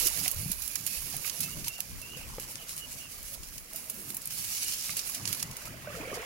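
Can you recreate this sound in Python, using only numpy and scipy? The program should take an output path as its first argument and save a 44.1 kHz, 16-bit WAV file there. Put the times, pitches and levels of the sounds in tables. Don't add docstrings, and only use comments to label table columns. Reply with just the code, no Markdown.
import sys
import numpy as np
from scipy import signal
from scipy.fft import rfft, irfft, next_fast_len
from scipy.io import wavfile
from scipy.ndimage import uniform_filter1d, map_coordinates

SR = 44100
rng = np.random.default_rng(int(sys.argv[2]) if len(sys.argv) > 2 else 0)


def transcribe(u):
    v = np.clip(np.atleast_2d(u).T, -1, 1)
    q = np.round(v * 32767).astype(np.int16)
    wavfile.write(sys.argv[1], SR, q)


N = 275625


def amp(db):
    return 10 ** (np.asarray(db) / 20)


def unit(x):
    return x / np.sqrt(np.mean(x ** 2) + 1e-20)


def along(points, hz):
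    f, v = np.transpose(points)
    return np.interp(np.log(hz + 1), np.log(f + 1), v)


def curves(rows):
    s, *columns = np.transpose(rows)
    return [np.interp(np.arange(N) / SR, s, column) for column in columns]


def wobble(rate):
    knots = rng.standard_normal(int(N * rate / SR) + 4)
    return map_coordinates(knots, [np.arange(N) * rate / SR])


def filtered(x, response):
    m = next_fast_len(x.shape[-1] + SR // 2)
    return irfft(rfft(x, m) * response(np.fft.rfftfreq(m, 1 / SR)), m)[..., :N]


def noise(spectrum, alike, patchy_db=0):
    z = signal.stft(rng.standard_normal((3, N)), nperseg=1024)[2]
    field = rng.standard_normal(z.shape[1:])
    field = uniform_filter1d(uniform_filter1d(field, 3, 0), 4, 1)
    white = signal.istft(z * amp(patchy_db * unit(field)), nperseg=1024)[1][:, :N]
    share = np.clip(alike, 0, 1)
    pair = np.sqrt(share) * white[0] + np.sqrt(1 - share) * white[1:]
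    return unit(filtered(pair, lambda hz: amp(along(spectrum, hz))))


def sides(pan_db):
    ratio = amp(pan_db)
    return np.array([ratio, np.ones_like(ratio)]) * np.sqrt(2 / (1 + ratio ** 2))


def swells(rows, rest_db):
    t = np.arange(0, N, 32) / SR
    power = sum(amp(db) ** 2 * np.exp(-2 * np.abs(2 * (t - s) / length) ** 3) for s, length, db in rows)
    return np.sqrt(amp(rest_db) ** 2 + np.interp(np.arange(N) / SR, t, power))


# frequency in Hz, relative level in dB per Hz.
PAPERY_COLOUR = [(710, -27), (1200, -16), (1520, -16.5), (1620, -9.5), (1790, -14), (2220, -6.5),
                 (2900, -3), (3220, -7.5), (3600, -7), (3960, -5.5), (4360, -2.5), (5320, -0.5),
                 (9500, -3.5), (12400, -8), (20900, -120)]
# frequency in Hz, relative level in dB per Hz.
BRIGHT_COLOUR = [(4410, -25), (7500, -7), (8540, -5), (10900, -1), (13100, -0.5), (14100, -11), (15200, -4),
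                 (16000, 0.5)]


def leaf_sound(low_gain, gain, patchy_db, crackle=1):
    low = np.clip(low_gain, 0, .97)
    papery = noise(PAPERY_COLOUR, 0, patchy_db) * unit(crackle ** .7)
    bright = noise(BRIGHT_COLOUR, 0, patchy_db) * unit(crackle)
    return gain * (low * papery + np.sqrt(1 - low ** 2) * bright)


# time in seconds, level in dB, papery part in dB re that level,
# left-right in dB.
SCRAPE_COURSE = [(0, -24.5, -6, -6), (.12, -32, -6, -7.5), (.3, -35, -8, -7.5), (.56, -37, -10, -7),
                 (.82, -37.5, -6.5, -7.5), (.92, -32, -8, -5.5), (1.2, -36, -6.5, -7.5),
                 (1.5, -36, -6.5, -4.5), (1.82, -44.5, -5, -3.5), (2.3, -44, -4.5, -1.5),
                 (2.7, -43, -5, -1.5), (3.4, -44.5, -5.5, -2), (3.67, -47, -4.5, -1),
                 (4.0, -38.5, -11, -2.5), (4.295, -43, -4.5, -2), (4.325, -33, -8, -2),
                 (4.6, -30, -4, -1.5), (4.95, -34, -4.5, -2), (5.23, -41.5, -3.5, -4.5), (5.5, -47, -3, -2),
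                 (5.8, -49.5, -3, -2.5), (6.25, -47, -2.5, -2.5)]
# middle in seconds, length in seconds, level in dB,
# papery part in dB re that level, left-right in dB.
BLADE_SWISHES = [(0.068, 0.042, -25.5, -7.5, -7), (0.181, 0.069, -26.5, -7, -8),
                 (.245, 0.058, -29.5, -4, -9), (0.408, .08, -40, -9, -8), (0.504, 0.077, -35, -7, -12),
                 (0.645, .07, -35, -10, -8), (0.888, 0.048, -37.5, -5.5, -8),
                 (1.143, 0.037, -34.5, -5.5, -5), (1.27, .06, -34, -7, -12), (1.43, 0.05, -32, -5, -7),
                 (1.672, 0.035, -34, -4.5, -3), (1.74, 0.044, -45, -2, -2), (2.187, 0.045, -44, -4.5, -2),
                 (2.43, .05, -39, -6, -3), (2.51, 0.055, -38, -9.5, 1), (2.707, 0.084, -39.5, -5.5, -1),
                 (2.795, 0.045, -35.5, -8, 1), (2.929, 0.063, -39, -6, 0), (3, 0.069, -42, -4, -2),
                 (3.095, 0.031, -46, -7, -2), (3.172, 0.057, -41.5, -7.5, -2), (3.294, 0.1, -38, -9.5, -2),
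                 (3.343, 0.027, -33.5, -9.5, -3), (3.56, 0.14, -43.5, -8.5, -2),
                 (3.773, 0.12, -37, -11, -2), (4.11, 0.064, -37.5, -10, -3), (5.0, 0.054, -33, -6, -4),
                 (5.092, 0.082, -31.5, -10, -4), (5.158, .05, -35, -4, -3), (5.31, .085, -33, -6, -7),
                 (5.384, 0.088, -35.5, -7, -3), (5.61, 0.084, -43, -4.5, -3), (5.667, 0.039, -41, -4, -2),
                 (5.977, 0.15, -46.5, -2.5, -5), (6.156, 0.028, -40, -2, -1)]


def leaves():
    level_db, low_db, pan_db = curves(SCRAPE_COURSE)
    low_rows = [(s, length, db + part_db) for s, length, db, part_db, _ in BLADE_SWISHES]
    left_rows = [(s, length, db + side_db) for s, length, db, _, side_db in BLADE_SWISHES]
    gain = swells([row[:3] for row in BLADE_SWISHES], level_db)
    low = swells(low_rows, level_db + low_db) / gain
    left = swells(left_rows, level_db + pan_db) / gain
    catches_per_s, catch_t60 = 450, 0.002
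    catches = (rng.random(N) < catches_per_s / SR) * amp(4 * rng.exponential(size=N).clip(0, 2.6))
    die = amp(-60 * np.arange(SR // 20) / SR / catch_t60)
    flutter_db = 1.3 * wobble(45)
    grain = 1.3 + signal.fftconvolve(catches, die)[:N]
    return leaf_sound(low, gain * amp(flutter_db) * sides(20 * np.log10(left)), 2.4, grain)


# frequency in Hz, relative level in dB per Hz.
MARSH_COLOUR = [(120, -34), (200, -20.5), (245, 3.5), (373, -8), (800, -1.5), (1530, -3.5), (2210, 0),
                (3020, -16), (10900, -21), (16000, 9.5)]


def marsh():
    ticks_per_s, tick_t60 = 90, 0.011
    ticks = (rng.random((2, N)) < ticks_per_s / SR) * amp(4.4 * rng.exponential(size=(2, N)).clip(0, 2.6))
    die = amp(-60 * np.arange(SR // 20) / SR / tick_t60)
    flicker_db = 1.9 * wobble(25)
    grain = unit(5.7 + signal.fftconvolve(ticks, die[None], axes=1)[:, :N])
    return amp(-46.5 + flicker_db) * grain * noise(MARSH_COLOUR, alike=0.092, patchy_db=2.0)


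def bubble(hz, t60, glide):
    t = np.arange(round(t60 * SR)) / SR
    tone = np.sin(2 * np.pi * hz * t * (1 + glide * t / (2 * t60)))
    return tone * amp(-60 * t / t60) * (1 - np.exp(-t / 0.0018))


# time in seconds, level in dB.
WASH_COURSE = [(0.0, -46), (0.57, -56), (0.92, -57.5), (1.34, -52.5), (1.88, -57.5), (2.3, -52.5),
               (3.48, -59.5), (3.9, -54.5), (4.7, -61), (5.26, -50), (5.79, -50), (6.0, -44), (6.15, -41),
               (6.25, -43)]
# frequency in Hz, relative level in dB per Hz.
WASH_COLOUR = [(150, -41), (250, -9), (479, 2), (660, 4), (917, -7.5), (1160, -0.5), (1620, 0), (2240, 3),
               (4000, -11.5), (5200, -30), (8800, -120)]
# start in seconds, level in dB, pitch in Hz, t60 in seconds,
# left-right in dB, pitch glide as a share over the t60.
LARGE_BUBBLES = [(0.059, -29, 328, 0.026, -2, .4), (0.259, -37, 710, 0.059, -4, 0.24),
                 (1.141, -33, 725, 0.028, -3, 0.24), (1.25, -40, 1170, 0.039, -4.0, .4),
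                 (1.482, -41.5, 1270, 0.051, -3.0, .4), (1.669, -41.5, 898, 0.06, -3, .4),
                 (2.167, -43.5, 490, 0.094, -2.0, .3), (3.743, -39, 640, 0.049, 7, 0.17),
                 (4.893, -39.5, 1150, 0.047, -5.5, 0.23), (5.672, -39, 1250, 0.058, -10, .4),
                 (5.739, -40, 610, 0.05, -5, .4), (5.871, -32, 1500, 0.03, -7, .1),
                 (5.872, -32, 596, 0.098, -1, 0.067), (5.899, -36.5, 580, 0.085, -2, .2),
                 (5.903, -36, 1130, 0.04, -6, .4), (5.928, -39, 1490, 0.05, -10, .1),
                 (5.944, -38.5, 520, 0.097, 1, -.1), (5.95, -36, 1300, 0.05, -8, 0.3),
                 (5.967, -38.5, 460, 0.15, 1, -0.11), (6, -34, 272, 0.085, 2, .8),
                 (6.008, -35, 2400, 0.044, -8, .2), (6.028, -34.5, 430, 0.069, 0, .4),
                 (6.049, -38, 500, 0.09, 0, 0.39), (6.053, -37, 2330, .05, -8, -.1),
                 (6.073, -33, 2290, 0.033, -9, -.1), (6.074, -27.5, 450, 0.042, 0, .9),
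                 (6.097, -37, 597, 0.076, -1, 0.22), (6.104, -35, 2330, 0.03, -6, .1),
                 (6.115, -26, 590, 0.038, -2.5, -0.53), (6.127, -31.5, 1120, 0.05, -3, .4),
                 (6.129, -24, 440, 0.028, 1, -.3), (6.14, -36, 2000, .03, -7, .2),
                 (6.172, -32.5, 704, 0.044, -2, 0.018), (6.172, -27.5, 448, 0.034, 2, .3),
                 (6.194, -33.5, 440, 0.057, 1, -.1), (6.199, -39, 2150, 0.03, -8, .1)]
WATER_LEAD_S, LEAD_FROM_HZ = .00045, 640
WATER_PAN_DB = -0.6


def water():
    (level_db,) = curves(WASH_COURSE)
    small, large = np.zeros((2, 2, N + SR))
    for when, pitch, size, side in rng.random((1300, 4)):
        hz = 800 * 3.7 ** pitch
        ring = bubble(hz, 20 / hz, glide=0.48) * amp(8.8 * size + 5 * pitch)
        left, right = sides(12 * side - 8)
        start = round(when * N)
        small[0, start + round(30 * side):][:len(ring)] += ring * left
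        small[1, start + 15:][:len(ring)] += ring * right
    for s, db, hz, t60, pan_db, glide in LARGE_BUBBLES:
        ring = amp(db) * bubble(hz, t60, glide)
        large[:, round(s * SR):][:, :len(ring)] += ring * sides(pan_db)[:, None]
    wash = noise(WASH_COLOUR, alike=0.51, patchy_db=3.5) + 0.55 * unit(small[:, :N])
    lag_s = WATER_LEAD_S * np.arange(2)[:, None]
    wash = filtered(wash, lambda hz: np.exp(-2j * np.pi * (hz - LEAD_FROM_HZ).clip(0) * lag_s))
    return amp(level_db) * unit(wash) * sides(WATER_PAN_DB)[:, None] + large[:, :N]


# middle in seconds, length in seconds, thud level in dB,
# drag in dB re the thud.
STEM_LEANS = [(.04, .12, -52, -6.5), (0.227, 0.12, -44, -8.5), (0.444, 0.15, -50, -10.5),
              (.84, 0.22, -52.5, -8.5), (1.136, 0.21, -52, -7), (1.447, 0.15, -50.5, -5.5),
              (1.61, 0.15, -48, -6.5), (1.94, 0.16, -53.5, -7), (2.29, 0.55, -53, -6),
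              (2.96, 0.15, -59, -6), (3.412, 0.091, -58.5, -7), (4.047, 0.25, -54, 0),
              (4.375, 0.19, -54, -12), (4.917, 0.083, -52.5, -11), (5.27, 0.17, -47.5, -4),
              (5.467, 0.16, -45.5, -10), (5.73, 0.2, -47.5, -5.5), (5.945, 0.26, -48, -10.5),
              (6.12, 0.16, -54, 2)]
# middle in seconds, length in seconds, level in dB.
WIND_GUSTS = [(.02, .1, -42), (.14, 0.18, -47.5), (.38, 0.073, -40), (.56, .2, -48.5), (1.01, 0.12, -45),
              (1.17, .1, -50), (1.58, 0.15, -47), (1.94, .12, -43), (2.31, 0.29, -46), (2.9, .25, -55),
              (3.25, 0.21, -50.5), (3.41, 0.065, -46), (3.55, 0.19, -50.5), (5.49, 0.093, -54),
              (5.72, 0.24, -53), (6.02, .14, -47.5), (6.16, .16, -53)]
# frequency in Hz, relative level in dB per Hz.
THUD_COLOUR = [(55, -40), (80, -3.5), (110, 0), (165, -0.5), (210, -11), (300, -37)]
DRAG_COLOUR = [(150, -39), (200, 1.5), (260, -1), (340, -7), (450, -13), (700, -35)]
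WIND_COLOUR = [(10, -36), (20, -2), (40, -0.5), (70, -4.5), (110, -18), (200, -57)]
STEM_REST_DB, DRAG_REST_DB, CALM_DB = -61.5, -64.5, -60
WIND_PAN_DB = -1.5


def bumps():
    thud = swells([row[:3] for row in STEM_LEANS], STEM_REST_DB)
    drag = swells([(s, length, db + drag_db) for s, length, db, drag_db in STEM_LEANS], DRAG_REST_DB)
    thuds = thud * amp(0.68 * wobble(25)) * noise(THUD_COLOUR, alike=0.99, patchy_db=2.5)
    drags = drag * noise(DRAG_COLOUR, alike=0.91, patchy_db=2.5)
    wind = swells(WIND_GUSTS, CALM_DB) * noise(WIND_COLOUR, alike=0.13) * sides(WIND_PAN_DB)[:, None]
    return thuds + drags + wind


# release in seconds, level in dB, papery part in dB re the whole,
# left-right in dB, snap in dB re the level.
BLADE_FLICKS = [(0.0698, -7.5, -15.5, -4, -7), (0.2787, -10.5, -8.5, -5, -4), (0.314, -11.5, -32, -7, -4),
                (0.5166, -11, -14.5, -2, -4), (0.6204, -18.5, -9, -9, -12), (0.6774, -17.5, -12, -7, -2),
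                (0.7555, -14.5, -6.5, -9, -6), (0.8644, -13.5, -12, -9, -7), (0.8745, -21, -8, -9, -8),
                (1.1657, -17, -20, -6, -2), (1.263, -20, -8, -19, -8), (1.277, -22, -10, -9, -6),
                (1.2968, -19.5, -3, -5, -0.5), (1.4047, -12.5, -12, -3, -9), (1.6435, -24, -1, -1, -10),
                (1.6811, -13, -10, 0, -1), (1.7814, -31, -6, -5.5, -1), (1.8041, -17.5, -8.5, -3, 0),
                (2.016, -25, -9, -7, -3), (2.1707, -29.5, -6, 1, -10), (2.3982, -23.5, -8, -5, -2),
                (2.5556, -29, 0, 11, 5.5), (2.6928, -26, -4.5, 7, -7), (2.765, -24, -19, 3, -2),
                (3.2281, -26, -16, 4, -2.5), (3.432, -30, -2, -2, -6), (3.579, -26.5, -6, 0, -12),
                (3.732, -26.5, -10, -5, -6), (3.7599, -20.5, -15, -1, -9), (3.898, -15.5, -15, -1, -9),
                (4.103, -22, -9, -3, -3), (4.145, -17.5, -25, 3, -4), (4.1679, -17, -21, 0, -4),
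                (4.2178, -27, -14, 6, 0), (4.2558, -20, -27, 1, -2), (4.273, -19.5, -23, 5, -2),
                (4.306, -24, -9, 3, -10), (4.4445, -22.5, -4.5, 3, -12), (4.9674, -14, -10, -1, -8),
                (4.992, -21, -1, -4, -6), (5.073, -25, -11, -6, -6), (5.0968, -22, -20, -3, 2),
                (5.146, -19.5, -4, 3, -15), (5.254, -21.5, 0, -13.5, -4), (5.275, -19.5, -0.5, -2, -3),
                (5.328, -15, -5, -2, -3), (5.347, -22, -6, -4, -6), (5.3962, -29, -1, -8, -8),
                (5.402, -28, 0, -8, -3), (5.4266, -16, -4, -4, -3), (5.5115, -28.5, -5, -4, -7),
                (5.567, -21, -10.5, 2, -5), (5.654, -27, -6, 2, -12), (6.1408, -28, -2, 2, -6)]
SHIVER_S, SHIVER_S_PER_DB = 0.014, .0006


def flicks():
    size, low, t = np.zeros((2, N + SR)), np.zeros(N + SR), np.arange(SR // 8) / SR
    strain = 0.0025
    for s, db, low_db, pan_db, snap_db in BLADE_FLICKS:
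        t60 = SHIVER_S - SHIVER_S_PER_DB * snap_db
        start = max(round((s - strain) * SR), 0)
        after = np.clip(t - strain, 0, None)
        fall = amp(-60 * after / t60) + 0.26 * amp(-60 * after / (3.6 * t60))
        shiver = fall * (1 - np.exp(-after / 0.003))
        snap = amp(snap_db - 60 * np.abs(after - .0012) / 0.0026)
        burst = amp(db) * np.where(t < strain, 0.19 * t / strain, shiver + snap)
        size[:, start:start + len(t)] += burst * sides(pan_db)[:, None]
        low[start:] = amp(low_db)
    ragged = amp(1.1 * wobble(1500))
    return leaf_sound(low[:N], size[:, :N] * unit(ragged), patchy_db=1.5)


# start in seconds, level in dB, pitch in Hz, t60 in seconds, left-right in dB.
STEM_KNOCKS = [(0.259, -20.5, 2270, 0.021, -22), (1.244, -29.5, 2200, 0.031, -19),
               (1.79, -33.5, 736, 0.02, 3), (2.382, -23, 500, 0.02, 3), (4.893, -26.5, 2140, 0.024, -16)]


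def knocks():
    out, t = np.zeros((2, N + SR)), np.arange(SR // 10) / SR
    for s, db, hz, t60, pan_db in STEM_KNOCKS:
        notes = np.sin(2 * np.pi * hz * t) + 0.36 * np.sin(2 * np.pi * 1.75 * hz * t)
        fibres = unit(uniform_filter1d(rng.standard_normal(len(t)), size=40))
        notes = notes * (.7 + .8 * fibres)
        tap = amp(db - 60 * t / t60) * notes * (1 - np.exp(-t / 0.0019))
        out[:, round(s * SR):][:, :len(t)] += tap * sides(pan_db)[:, None]
    return out[:, :N]


# start in seconds, end in seconds, first pitch in Hz, last pitch in Hz,
# width of the breath in Hz, level in dB.
BLADE_SQUEAKS = [(0.358, 0.666, 2290, 2424, 110, -58.5), (0.693, 0.774, 2390, 2410, 100, -52),
                 (0.882, 0.991, 2490, 2610, 130, -51), (1.234, 1.297, 2450, 2720, 150, -47.5),
                 (1.422, 1.49, 2590, 2640, 35, -45), (1.48, 1.555, 2680, 2860, 70, -52),
                 (1.659, 1.805, 2660, 2790, 60, -48.5), (2.021, 2.081, 2650, 2730, 40, -47),
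                 (2.07, 2.155, 2790, 2860, 80, -48.5), (2.139, 2.252, 2780, 2720, 200, -50),
                 (2.575, 2.641, 3060, 2920, 170, -52), (2.785, 2.872, 3010, 2880, 75, -49.5),
                 (2.99, 3.084, 2910, 2760, 130, -50)]
CLEAR_HZ = 35


def squeaks():
    out, drag = np.zeros((2, N)), wobble(60)
    for start, end, from_hz, to_hz, width_hz, db in BLADE_SQUEAKS:
        t = np.arange(round((end - start) * SR)) / SR
        here = drag[round(start * SR):][:len(t)]
        breath = filtered(rng.standard_normal((2, 2, len(t))), lambda hz: 1 / (1 + (hz / width_hz) ** 2))
        a, b = unit(breath[..., :len(t)])
        settle = 1 - (1 - t / t[-1]) ** 2
        pitch_hz = from_hz + (to_hz - from_hz) * settle + 0.25 * width_hz * here
        turn = 2 * np.pi * np.cumsum(pitch_hz) / SR
        edges = np.sin(np.pi / 2 * np.clip(np.minimum(t / 0.012, (t[-1] - t) / 0.015), 0, 1))
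        whistle = (a + np.sqrt(2) * CLEAR_HZ / width_hz) * np.cos(turn) + b * np.sin(turn)
        out[:, round(start * SR):][:, :len(t)] += amp(db + 0.8 * here) * edges * unit(whistle)
    return out * sides(-5.0)[:, None]


# start in seconds, level in dB, pitch in Hz.
STEM_JERKS = [(.363, -35, 80), (.389, -35, 105), (.403, -37, 135), (.428, -35, 150), (.444, -40, 130),
              (.459, -30, 150), (.481, -36, 150), (.499, -32, 185)]
THUMP_CYCLES = 9


def thumps():
    out, t = np.zeros(N), np.arange(SR // 8) / SR
    for s, db, hz in STEM_JERKS:
        fall = amp(db - 60 * t * hz / THUMP_CYCLES)
        swing = fall * np.sin(2 * np.pi * hz * t) * 2 * (1 - np.exp(-3 * t * hz))
        out[round(s * SR):][:len(t)] += swing
    return out


def scene():
    return leaves() + marsh() + water() + bumps() + flicks() + knocks() + squeaks() + thumps()


# frequency in Hz, gain in dB.
LEFT_CAVITY = [(100, 1.5), (400, 1.15), (1000, -3), (6000, -1), (9000, -1), (12000, -8.5), (15500, -4)]
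RIGHT_CAVITY = [(100, -3.5), (500, 1.5), (5800, 0.62), (6900, 1.5), (7800, -4.5), (9500, -1.5), (10800, 4),
                (12500, -1.5), (14000, 5.5), (15300, -3.5)]
TOP_HZ = 15900


def record(dry):
    def ports(hz):
        return amp([along(LEFT_CAVITY, hz), along(RIGHT_CAVITY, hz)]) * (hz < TOP_HZ)
    return filtered(dry, ports)


dry = scene()
out = record(dry)
transcribe(out)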